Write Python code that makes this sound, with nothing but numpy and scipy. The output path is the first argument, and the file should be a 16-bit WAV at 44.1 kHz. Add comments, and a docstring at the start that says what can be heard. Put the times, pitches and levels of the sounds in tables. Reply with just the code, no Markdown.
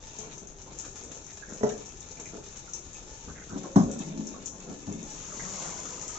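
"""In a small washroom, vegetables soak in a plastic tub on a wet stone floor, with water trickling and dripping.
A light basin knocks as it is picked up, and thumps when it is pressed over the vegetables as a lid.
The tub is dragged and tipped, and its water pours out over the stone.
Blows and jerks ring the plastic at its own pitches; water is built from random clicks and ringing bubbles."""
import sys
import numpy as np
from scipy import signal
from scipy.fft import rfft, irfft, next_fast_len
from scipy.io import wavfile

SR = 44100
rng = np.random.default_rng(int(sys.argv[2]) if len(sys.argv) > 2 else 0)


def store_wav(level_fs):
    """Save 16-bit WAV to argv[1]."""
    pcm = np.round(np.clip(np.atleast_2d(level_fs), -1, 1) * 32767)
    wavfile.write(sys.argv[1], SR, pcm.T.astype(np.int16))


N = 272538
TIME = np.arange(N) / SR  # seconds

# Drops smacking the wet stone. Each row: start in seconds, relative level in dB.
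DRIPS = [(0.1335, -40.5), (0.187, -30.5), (0.3797, -36.5), (0.4718, -38), (0.788, -27.5), (0.9584, -37.5),
         (1.037, -36.5), (1.1176, -36), (1.2656, -38.5), (1.33, -37), (1.5006, -40.5), (1.5347, -35.5),
         (1.692, -33.5), (1.8587, -39), (2.006, -35), (2.111, -37), (2.198, -35), (2.2572, -36.5),
         (2.5347, -43.5), (2.569, -36), (2.735, -27.5), (2.9324, -37), (3.1075, -44), (3.824, -36),
         (3.914, -32), (3.9908, -33.5), (4.2375, -42), (4.2694, -32), (4.4587, -27), (4.6016, -41),
         (4.925, -36.5), (5.029, -35), (5.1041, -34.5), (5.905, -38.5), (6.0145, -30.5), (6.08, -27.5)]
# Pitches at which the full tub rings. Each row: pitch in Hz, relative level in dB, time to fall 60 dB in seconds.
TUB_MODES = [(107.4, -11.5, 0.15), (158.3, -1.5, 0.15), (193.7, -1.5, .08), (216, -2, 0.18),
             (237.7, -13.5, 0.45), (287.4, -4, 0.2), (333, -17, 0.22), (375.8, -10, 0.2),
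             (421, -16.5, 0.28), (543, -19.5, 0.45), (629, -11.5, 0.11), (686, -22, 0.026),
             (706, -22, 0.15), (776, -12.5, 0.17), (970, -12.5, 0.11), (1095, -18, 0.23),
             (1055, -21.5, 0.17), (1310, -29.5, 0.28), (1600, -36, .18)]
# Flow of the stream from the tipped tub. Each row: time in seconds, relative level in dB.
POUR_FLOW = [(5.0, -66), (5.1, -49), (5.22, -45.5), (5.41, -40.5), (5.51, -40), (5.62, -37.5), (5.76, -41),
             (6.1, -44), (6.18, -41)]


def tub_knocks():
    """Blows on the full tub ring its heavy, water-loaded wall."""
    # Each row: start in seconds, relative strength in dB, contact time in milliseconds.
    blows = [(3.274, -38, 0.12), (3.518, -30.5, 0.12), (3.558, -28, 0.11), (3.7585, -5, 0.18),
             (3.7835, -16.5, 0.15), (3.7995, -11, 0.47), (3.8285, -18.5, 0.6), (4.001, -28, 0.13),
             (4.19, -27, 0.47), (4.698, -36, 0.54), (4.875, -27, 0.22)]
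    return knocks(blows, TUB_MODES, crack_db=-11.0, crack_s=0.029, tick_db=-14, wet_db=-7.5)


def basin_knocks():
    """Knocks of the light, empty basin ring its thin shell."""
    # Each row: start in seconds, relative strength in dB, contact time in milliseconds.
    blows = [(.187, -37, 0.22), (.419, -36.5, 0.48), (1.6085, -27, 0.15), (1.6257, -44, 0.14),
             (1.6325, -11.5, 0.14), (1.6598, -39, 0.17), (1.6712, -23, 0.15), (1.7222, -34, 0.2),
             (2.35, -35.5, 0.21)]
    # Pitches of the shell. Each row: pitch in Hz, relative level in dB, time to fall 60 dB in seconds.
    basin_modes = [(137, -19, 0.6), (213.6, -3, 0.13), (268, -12.5, 0.09), (354, -14.5, 0.17),
                   (427, 2, 0.16), (460, -14, 0.043), (606, -8, 0.17), (653, -1.5, 0.051), (731, -17, 0.22),
                   (868, -16.5, 0.29), (1020, -31, 0.1), (1320, -19, 0.1), (1630, -35, .12),
                   (1957, -14, 0.053)]
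    return knocks(blows, basin_modes, crack_db=-11.0, crack_s=0.022, tick_db=1, wet_db=-6.0)


def knocks(rows, modes, crack_db, crack_s, tick_db, wet_db):
    """Each blow ticks, rings the shell and rattles briefly; a longer contact is duller."""
    # Spectrum of rattling plastic. Each row: frequency in Hz, relative level in dB.
    crack_colour = [(50, -29.5), (120, -15), (300, -8), (600, 0.5), (950, -1.5), (1600, -10), (2700, -25),
                    (4500, -12), (6500, 3), (8000, -12.5)]
    # Spectrum of the first instant of a blow on plastic. Each row: frequency in Hz, relative level in dB.
    tick_colour = [(100, 5.5), (600, -4.5), (1400, 6.5), (2800, -17.5), (4500, -19.5), (6500, -3.5),
                   (8000, -10)]
    force, t = np.zeros(N), TIME[:SR // 8]
    for s, db, contact_ms in rows:
        push = np.exp(-t / (contact_ms / 1000 + 1e-6))
        add(force, s, amp(db) * push / push.sum())
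    crack = unit(colour(rng.standard_normal(len(t)), crack_colour)[0]) * np.exp(-t / crack_s)
    tick = colour(1. * (t == 0), tick_colour)[0]
    body = ring(modes)
    add(body, 0, amp(crack_db) * crack + amp(tick_db) * tick / abs(tick).max())
    return room(signal.oaconvolve(force, body)[:N], wet_db)


def ring(modes):
    """What a plastic shell rings with after one sharp blow: fading tones, scaled to peak 1."""
    t = TIME[:SR // 2]
    wave = np.zeros(len(t))
    for k, (hz, db, t60) in enumerate(modes):
        wave += amp(db - 60 * t / t60) * np.sin(2 * np.pi * hz * t + k * k)
    wave = wave * (1 - np.exp(-t / 0.0021))  # the blow takes a moment to spread over the wall
    return wave / abs(wave).max()


def drag(gain_db=0, slips_per_s=320, rub_db=-3):
    """The heavy tub slips over the stone in small jerks that ring its wall, over a dull rubbing."""
    # Shoves of the tub. 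Each row: hardest push in seconds, relative level in dB,
    # build-up in seconds, run-out in seconds.
    shoves = [(3.57, -36, 0.06, 0.034), (3.88, -37, 0.05, 0.26), (4.18, -36.5, 0.12, 0.14),
              (4.709, -39, 0.032, .07), (4.915, -34.5, 0.044, 0.091)]
    jerk_colour = [(80, -5.5), (200, -0.5), (400, 0.0), (560, 1.0), (900, -14), (2000, -18.0)]  # Hz, dB
    dull = [(70, -32.5), (130, -12.5), (180, 1.0), (300, -5.5), (420, -12.5), (600, -18.5),
            (1200, -36.5), (4000, -50.5)]  # Hz, dB
    jerks = colour(impacts(slips_per_s, spread_db=-0.2), jerk_colour)[0]
    wall = unit(signal.oaconvolve(jerks, ring(TUB_MODES))[:N])
    rub = unit(colour(impacts(per_s=900, spread_db=-1.0), dull))
    push = together(swell(*row) for row in shoves)
    return amp(gain_db) * push * unit(room(wall + amp(rub_db) * rub, wet_db=-1))


def rubs(gain_db=0, slips_per_s=700, cycles=3.5, count=4):
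    """Wet skin sticks and slips on the plastic wall; each slip rings a well-damped patch of it."""
    # Slides of wet hands. Each row: start in seconds, length in seconds, relative level in dB, middle pitch in Hz.
    slides = [(0.816, 0.079, -57.5, 1460), (1.262, 0.083, -59.5, 2010), (1.464, 0.086, -56, 1630),
              (3.272, 0.056, -51.5, 1320), (3.335, .12, -52.5, 1784), (3.469, .12, -53, 1325),
              (4.498, 0.1, -61.5, 920)]
    out = np.zeros(N)
    for s, length, db, hz in slides:
        size = int(length * SR)
        slips = rng.standard_normal((count, size)) * (rng.random((count, size)) < slips_per_s / SR)
        patches = hz * np.geomspace(.86, 1.14, count)
        squeak = np.zeros(size)
        for row, patch_hz in zip(slips, patches):
            squeak += signal.fftconvolve(row, bubble(patch_hz, cycles, glide=0))[:size]
        add(out, s, amp(db) * unit(squeak) * signal.windows.tukey(size, .6))
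    return amp(gain_db) * room(out, wet_db=-4.5)


def pour(spray_db=1, gurgle_db=-6.5, hollow_db=-51):
    """The stream breaks into spray on the stone, churns bubbles and drums softly in the tub."""
    # Spectrum of the spray. Each row: frequency in Hz, relative level in dB.
    spray_colour = [(1180, -48.5), (2000, -11), (2870, -14), (4910, -9), (6250, 3.5), (6670, 6.5),
                    (7590, -2.5), (7960, -18.5), (8200, -32), (10700, -56.5), (18000, -120)]
    gurgle_colour = [(500, -4.0), (720, -6), (1100, 2.5), (1700, 0), (3000, -1)]  # Hz, dB
    lag_s = 0.036  # bubbles surface a little after the water lands
    churn_power = 1.08  # bubbling grows faster than the flow, by this power
    spurts = surge(rate=12, depth_db=-0.4)
    spray = unit(room(colour(impacts(per_s=2500, spread_db=3.0) * spurts, spray_colour), wet_db=1.0))
    froth = bubbles(494.5, 3560, per_s=1000, cycles=4.5, spread_db=3.0, count=28) * spurts
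    gurgle = unit(room(colour(froth, gurgle_colour), wet_db=3.0))
    hollow = unit(room(bubbles(163.9, 203, per_s=160, cycles=13.0, spread_db=5.0, count=4), wet_db=5.0))
    flow = level(POUR_FLOW)
    share = flow / flow.max()
    churn = np.interp(TIME - lag_s, TIME, flow.max() * share ** churn_power)
    drumming = np.sqrt(share)  # the tub answers even a thin stream
    return amp(spray_db) * flow * spray + amp(gurgle_db) * churn * gurgle + amp(hollow_db) * drumming * hollow


def trickle(spatter_db=-1, bubbling_db=-2):
    """Running water spatters on the floor in spurts, more after each drop, with small bubbles in the puddle."""
    # Spectrum of the spatter. Each row: frequency in Hz, relative level in dB.
    spatter_colour = [(530, -28), (900, -2), (969, -16), (1430, -10.5), (1580, -34), (1720, -6),
                      (1920, -19.5), (2420, -13), (2810, -15), (3950, -14), (4750, -14.5), (6630, 0),
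                      (7550, -7.5), (8200, -35), (10700, -72.5), (18000, -120)]
    # Spectrum of small bubbles in the puddle. Each row: frequency in Hz, relative level in dB.
    fizz_colour = [(1000, -3.5), (1750, -9), (2000, -3.5), (2400, 1.5), (3000, -1), (3900, 5.5),
                   (4800, -10), (6000, -14.5)]
    # Water running over the stone. Each row: time in seconds, relative spatter level in dB,
    # relative bubbling level in dB.
    runoff = [(0, -47.5, -56), (.3, -48.5, -55), (.46, -53, -64), (.65, -51.5, -61), (.9, -46.5, -61.5),
              (1.42, -49.5, -59.5), (1.85, -48, -58), (2.4, -47.5, -59), (3.2, -48.5, -59.5),
              (3.4, -49, -59), (3.7, -48.5, -58), (4.2, -48.5, -57), (4.56, -50.5, -63), (4.8, -47, -60),
              (5.2, -48.5, -53.5)]
    # Bursts of fine bubbles. Each row: crest in seconds, relative level in dB.
    froth_bursts = [(.04, -53), (0.322, -49), (0.714, -54), (.975, -69), (1.12, -50.5), (1.7, -48),
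                    (1.82, -52), (2.2, -53), (2.561, -53), (4.02, -49.5), (4.612, -50)]
    scatter_db, rise_s, fall_s = -16, .006, 0.026  # droplets thrown by each drop, relative to its smack
    spatter = colour(impacts(per_s=600, spread_db=4.0) * surge(rate=23, depth_db=2.5), spatter_colour)
    swarm = bubbles(1017.5, 5130, per_s=700, cycles=8.1, spread_db=1)
    froth = colour(swarm * surge(rate=11, depth_db=2.5), fizz_colour)
    scatter = together(swell(s + 2 * rise_s, db + scatter_db, rise_s, fall_s) for s, db in DRIPS)
    bursts = together(swell(s, db, rise_s=0.01, fall_s=0.022) for s, db in froth_bursts)
    spatter_gain = together([amp(spatter_db) * level(runoff), scatter])
    froth_gain = together([amp(bubbling_db) * level(runoff, column=2), bursts])
    return spatter_gain * unit(room(spatter, wet_db=5.5)) + froth_gain * unit(room(froth, wet_db=7.0))


def drips(gain_db=4.5, splash_s=0.0039, splash_db=-13, small_db=-56):
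    """A drop smacks the stone and throws brief droplets; small drops fall at random throughout."""
    # Spectrum of a drop's smack. Each row: frequency in Hz, relative level in dB.
    smack_colour = [(1000, -34), (3000, -33.5), (4800, -26), (5700, 0), (6550, 7), (7400, -1), (8200, -17)]
    hits, t = np.zeros(N), TIME[:SR // 20]
    for s, db in DRIPS:
        splash = amp(splash_db) * rng.standard_normal(len(t)) * np.exp(-t / splash_s) + (t == 0)
        smack = colour(splash, smack_colour)[0]
        add(hits, s, amp(db) * smack / abs(smack).max())
    small = unit(colour(impacts(per_s=61, spread_db=3.5), smack_colour))
    return amp(gain_db) * room(hits, wet_db=2.5) + amp(small_db) * unit(room(small, wet_db=2.5))


def plops(gain_db=-2, cycles=6, scatter=0.093, gap_s=0.0055, count=5):
    """Each splash traps one large bubble and then a few weaker ones near it in pitch."""
    # Small splashes. 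Each row: start in seconds, relative level in dB, first bubble's starting pitch in Hz.
    splashes = [(.15, -42.5, 926), (.187, -43, 820), (.32, -52, 2530), (.675, -42, 870),
                (1.424, -33.5, 1584), (1.704, -36.5, 1585), (2.172, -42, 2290), (2.256, -36, 2310),
                (2.676, -42.5, 1400), (2.952, -40.5, 2440), (3.646, -36.5, 1020), (3.66, -34, 538),
                (3.885, -33.5, 533), (4.343, -38.5, 1090), (5.321, -36, 1300), (5.396, -30.5, 1954),
                (5.645, -36, 1043)]
    out, order = np.zeros(N), np.arange(count)
    for s, db, hz in splashes:
        delays = gap_s * (order + rng.uniform(-0.35, 0.484, count) * (order > 0))
        pitches = hz * np.exp(scatter * rng.standard_normal(count) * (order > 0))
        for k in order:
            add(out, s + delays[k], amp(db - 3.0 * k) * bubble(pitches[k], cycles, glide=0.035))
    return amp(gain_db) * room(out, wet_db=0.5)


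def slosh(gain_db=-1):
    """Water laps between the vegetables and the tub wall, trapping small pockets of air."""
    # Spectrum of lapping. Each row: frequency in Hz, relative level in dB.
    lap_colour = [(70, -30.5), (150, 3.5), (300, 1), (450, 0.5), (700, -6.5), (950, -17.5), (1400, -11.5),
                  (2500, -39.5)]
    # Waves slapping the tub wall, now and then. Each row: crest in seconds, relative level in dB.
    wave_crests = [(.25, -45.5), (.44, -52), (.7, -50), (.87, -51), (1.04, -49.5), (1.179, -52),
                   (1.52, -44), (1.74, -44), (2.21, -49), (2.359, -45.5), (2.681, -60), (3.05, -50),
                   (3.3, -48.5), (3.66, -39.5), (3.89, -40), (4.35, -46), (4.559, -47), (4.688, -41.5),
                   (5.04, -48)]
    steady_db = -53.5  # the lapping that goes on between waves, before gain_db
    lip_db = -7.5  # lapping at the lip, relative to the flow curve, before gain_db
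    laps = unit(colour(impacts(per_s=450, spread_db=4.0), lap_colour))
    pockets = unit(bubbles(262.3, 950, per_s=160, cycles=4, spread_db=2.0))
    waves = together(swell(s, db, rise_s=0.038, fall_s=0.089) for s, db in wave_crests)
    motion = together([amp(steady_db), waves, amp(lip_db) * level(POUR_FLOW)])
    return amp(gain_db) * motion * unit(room(laps + amp(-5.5) * pockets, wet_db=-3.0))


def thuds(gain_db=0, ring_s=0.032):
    """Weight shifting on the floor: a soft load gives a few slow cycles and no click."""
    # Each row: start in seconds, relative level in dB, pitch in Hz.
    shifts = [(0.031, -42.5, 31.8), (2.851, -42.5, 65.4), (3.11, -42, 52.5), (3.237, -40, 54.4),
              (3.275, -38.5, 75), (3.515, -39.5, 92), (3.85, -34, 62), (4.871, -33.5, 101)]
    out, t = np.zeros(N), TIME[:SR // 5]
    for s, db, hz in shifts:
        envelope = np.exp(-t / ring_s) * (1 - np.exp(-t / .004))
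        add(out, s, amp(db) * np.sin(2 * np.pi * hz * t) * envelope)
    return amp(gain_db) * room(out, wet_db=-20.0)


def background(rumble_db=-52.5):
    """Steady low rumble of the surroundings, made from filtered noise."""
    # Spectrum of the rumble. Each row: frequency in Hz, relative level in dB.
    rumble_colour = [(10, -15), (28, 1.5), (44, -1), (80, -4), (150, -7), (400, -28.5), (1500, -26),
                     (8000, -46.5)]
    return amp(rumble_db) * unit(diffuse(colour(rng.standard_normal((2, N)), rumble_colour)))


def impacts(per_s, spread_db):
    """Random clicks of either sign; a wider spread makes their sizes more unequal."""
    size = amp(spread_db * np.minimum(rng.exponential(1, N), 4)) * rng.choice([-1, 1], N)
    return size * (rng.random(N) < per_s / SR)


def bubble(hz, cycles, glide):
    """A trapped air pocket rings and, with a glide, rises in pitch as it nears the surface."""
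    age = TIME[:SR // 8] * hz / cycles  # 1 when the ringing has faded to about a third
    phase = 2 * np.pi * cycles * (age + glide * np.minimum(age, 5) * age / 2)
    return np.sin(phase) * np.exp(-age) * (1 - np.exp(-age * cycles))


def bubbles(low_hz, high_hz, per_s, cycles, spread_db, count=20):
    """A swarm of bubbles of many sizes, each size with its own pitch."""
    births, kind = impacts(per_s, spread_db), rng.integers(0, count, N)
    pitches = np.geomspace(low_hz, high_hz, count) * rng.uniform(.97, 1.03, count)
    out = np.zeros(N)
    for k, hz in enumerate(pitches):
        out += signal.oaconvolve(births * (kind == k), bubble(hz, cycles, 0.055))[:N]
    return out


def surge(rate, depth_db, count=24):
    """Water arrives in uneven spurts: a random gain that wanders up to rate times a second."""
    t, speeds = np.arange(0, N / SR + .01, .002), np.geomspace(rate / 5, rate, count)
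    wander = unit(np.sin(2 * np.pi * (speeds * t[:, None] + rng.random(count))).sum(1))
    return unit(amp(depth_db * np.interp(TIME, t, wander)))


def swell(s, db, rise_s, fall_s):
    """A gain that builds smoothly to its crest at time s and then dies away."""
    age = TIME - s
    drop = np.where(age < 0, (age / rise_s) ** 2, age / fall_s)
    return amp(db) * np.exp(-np.minimum(drop, 20))


def together(gains):
    """Unrelated sounds add in power."""
    return np.sqrt(sum(gain ** 2 for gain in gains))


def level(rows, column=1, fade=0.13):
    """A dB curve as a gain over time, fading out beyond its ends."""
    s, db = np.transpose(rows)[[0, column]]
    outside = np.maximum(np.maximum(s[0] - TIME, TIME - s[-1]), 0)
    return amp(np.interp(TIME, s, db)) * np.exp(-outside / fade)


def amp(db):
    """Decibels to gain."""
    return 10 ** (np.asarray(db) / 20)


def unit(x):
    """Scales to an average (rms) level of 1."""
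    return x / np.sqrt(np.mean(x ** 2) + 1e-20)


def read(points, hz):
    """Reads a table between its points on a log-frequency axis."""
    f, value = np.transpose(points)
    return np.interp(np.log(hz + 1), np.log(f + 1), value)


def add(mix, s, sound):
    """Mixes a sound in at time s."""
    part = mix[..., max(round(s * SR), 0):][..., :sound.shape[-1]]
    part += sound[..., :part.shape[-1]]


def colour(x, points):
    """Filters with the given spectrum, never sounding ahead of its input (minimum phase)."""
    log_gain = np.log(amp(read(points, abs(np.fft.fftfreq(4096, 1 / SR)))))
    taps = np.fft.ifft(np.exp(np.conj(signal.hilbert(log_gain)))).real[:2048]
    taps = taps / np.linalg.norm(taps)
    return signal.oaconvolve(np.atleast_2d(x), taps[None], axes=1)[:, :x.shape[-1]]


def diffuse(pair):
    """Makes two unrelated signals as alike at each frequency as two ports hear a diffuse sound."""
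    # Each row: frequency in Hz, likeness from -1 (opposite) to 1 (the same).
    likeness = [(30, 1), (130, 0.9), (280, 0.6), (500, .5), (1000, -0.23), (1500, -0.54), (3000, 0),
                (8000, -0.52)]
    size = next_fast_len(pair.shape[1])
    a, b = rfft(pair, size)
    angle = np.arccos(np.clip(read(likeness, np.fft.rfftfreq(size, 1 / SR)), -1, 1)) / 2
    shared, opposed = a * np.cos(angle), b * np.sin(angle)
    return irfft([shared + opposed, shared - opposed], size)[:, :pair.shape[1]]


def room(x, wet_db, count=3):
    """Direct sound plus dense reflections off tile and stone, in patterns that trade places steadily."""
    # Decay of the washroom. Each row: frequency in Hz, time to fall 60 dB in seconds.
    decay = [(100, 0.15), (300, 0.56), (1000, 0.25), (3000, 0.25), (7000, 0.33)]
    x, size = np.atleast_2d(x), SR * 2 // 3
    out = x * np.ones((2, 1))
    for k in range(count):
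        taps = rng.standard_normal((2, size)) * (rng.random((2, size)) < 5000 / SR)
        taps = taps * (TIME[:size] > .002)
        hz, t, z = signal.stft(diffuse(taps), SR, nperseg=256)
        tail = signal.istft(z * amp(-60 * t / read(decay, hz)[:, None]), SR, nperseg=256)[1]
        tail = unit(tail) / np.sqrt(tail.shape[1])
        share = np.sqrt(2 / count) * np.cos(np.pi * (2 * TIME + k / count))
        out = out + amp(wet_db) * signal.fftconvolve(x * share, tail, axes=1)[:, :N]
    return out


def from_right(pair, lag_ms=0.31):
    """Sound from the tub's side reaches the left port a little later."""
    return np.array([np.interp(TIME - lag_ms / 1000, TIME, pair[0]), pair[1]])


def scene():
    """Plastic, water and room together."""
    plastic = from_right(basin_knocks() + tub_knocks() + drag() + thuds())
    water = drips() + trickle() + plops() + slosh() + pour()
    return plastic + rubs() + water + background()


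def record(dry):
    """Two microphone ports, each with its own colour; then the treble is cut off."""
    # Balance of the ports. Each row: frequency in Hz, left minus right in dB.
    balance = [(60, 4.5), (200, 4), (350, 2.5), (550, -0.5), (900, -2), (1550, -13.5), (2000, -13),
               (2800, 0.5), (4000, 2), (4700, 3), (5700, 9), (6500, 19.5), (7400, 0), (8000, 8.5)]
    edge_hz = 7880
    size = next_fast_len(N + SR // 10)
    lean_db = read(balance, np.fft.rfftfreq(size, 1 / SR))
    gains = amp([lean_db / 2, -lean_db / 2])
    gains = gains / np.sqrt(np.mean(gains ** 2, axis=0))  # same average power at every frequency
    heard = irfft(rfft(dry, size) * gains, size)[:, :N]
    low_pass = signal.firwin(301, edge_hz, window=("kaiser", 7), fs=SR)
    return signal.oaconvolve(heard, low_pass[None], "same", axes=1)


dry = scene()
out = record(dry)
store_wav(out)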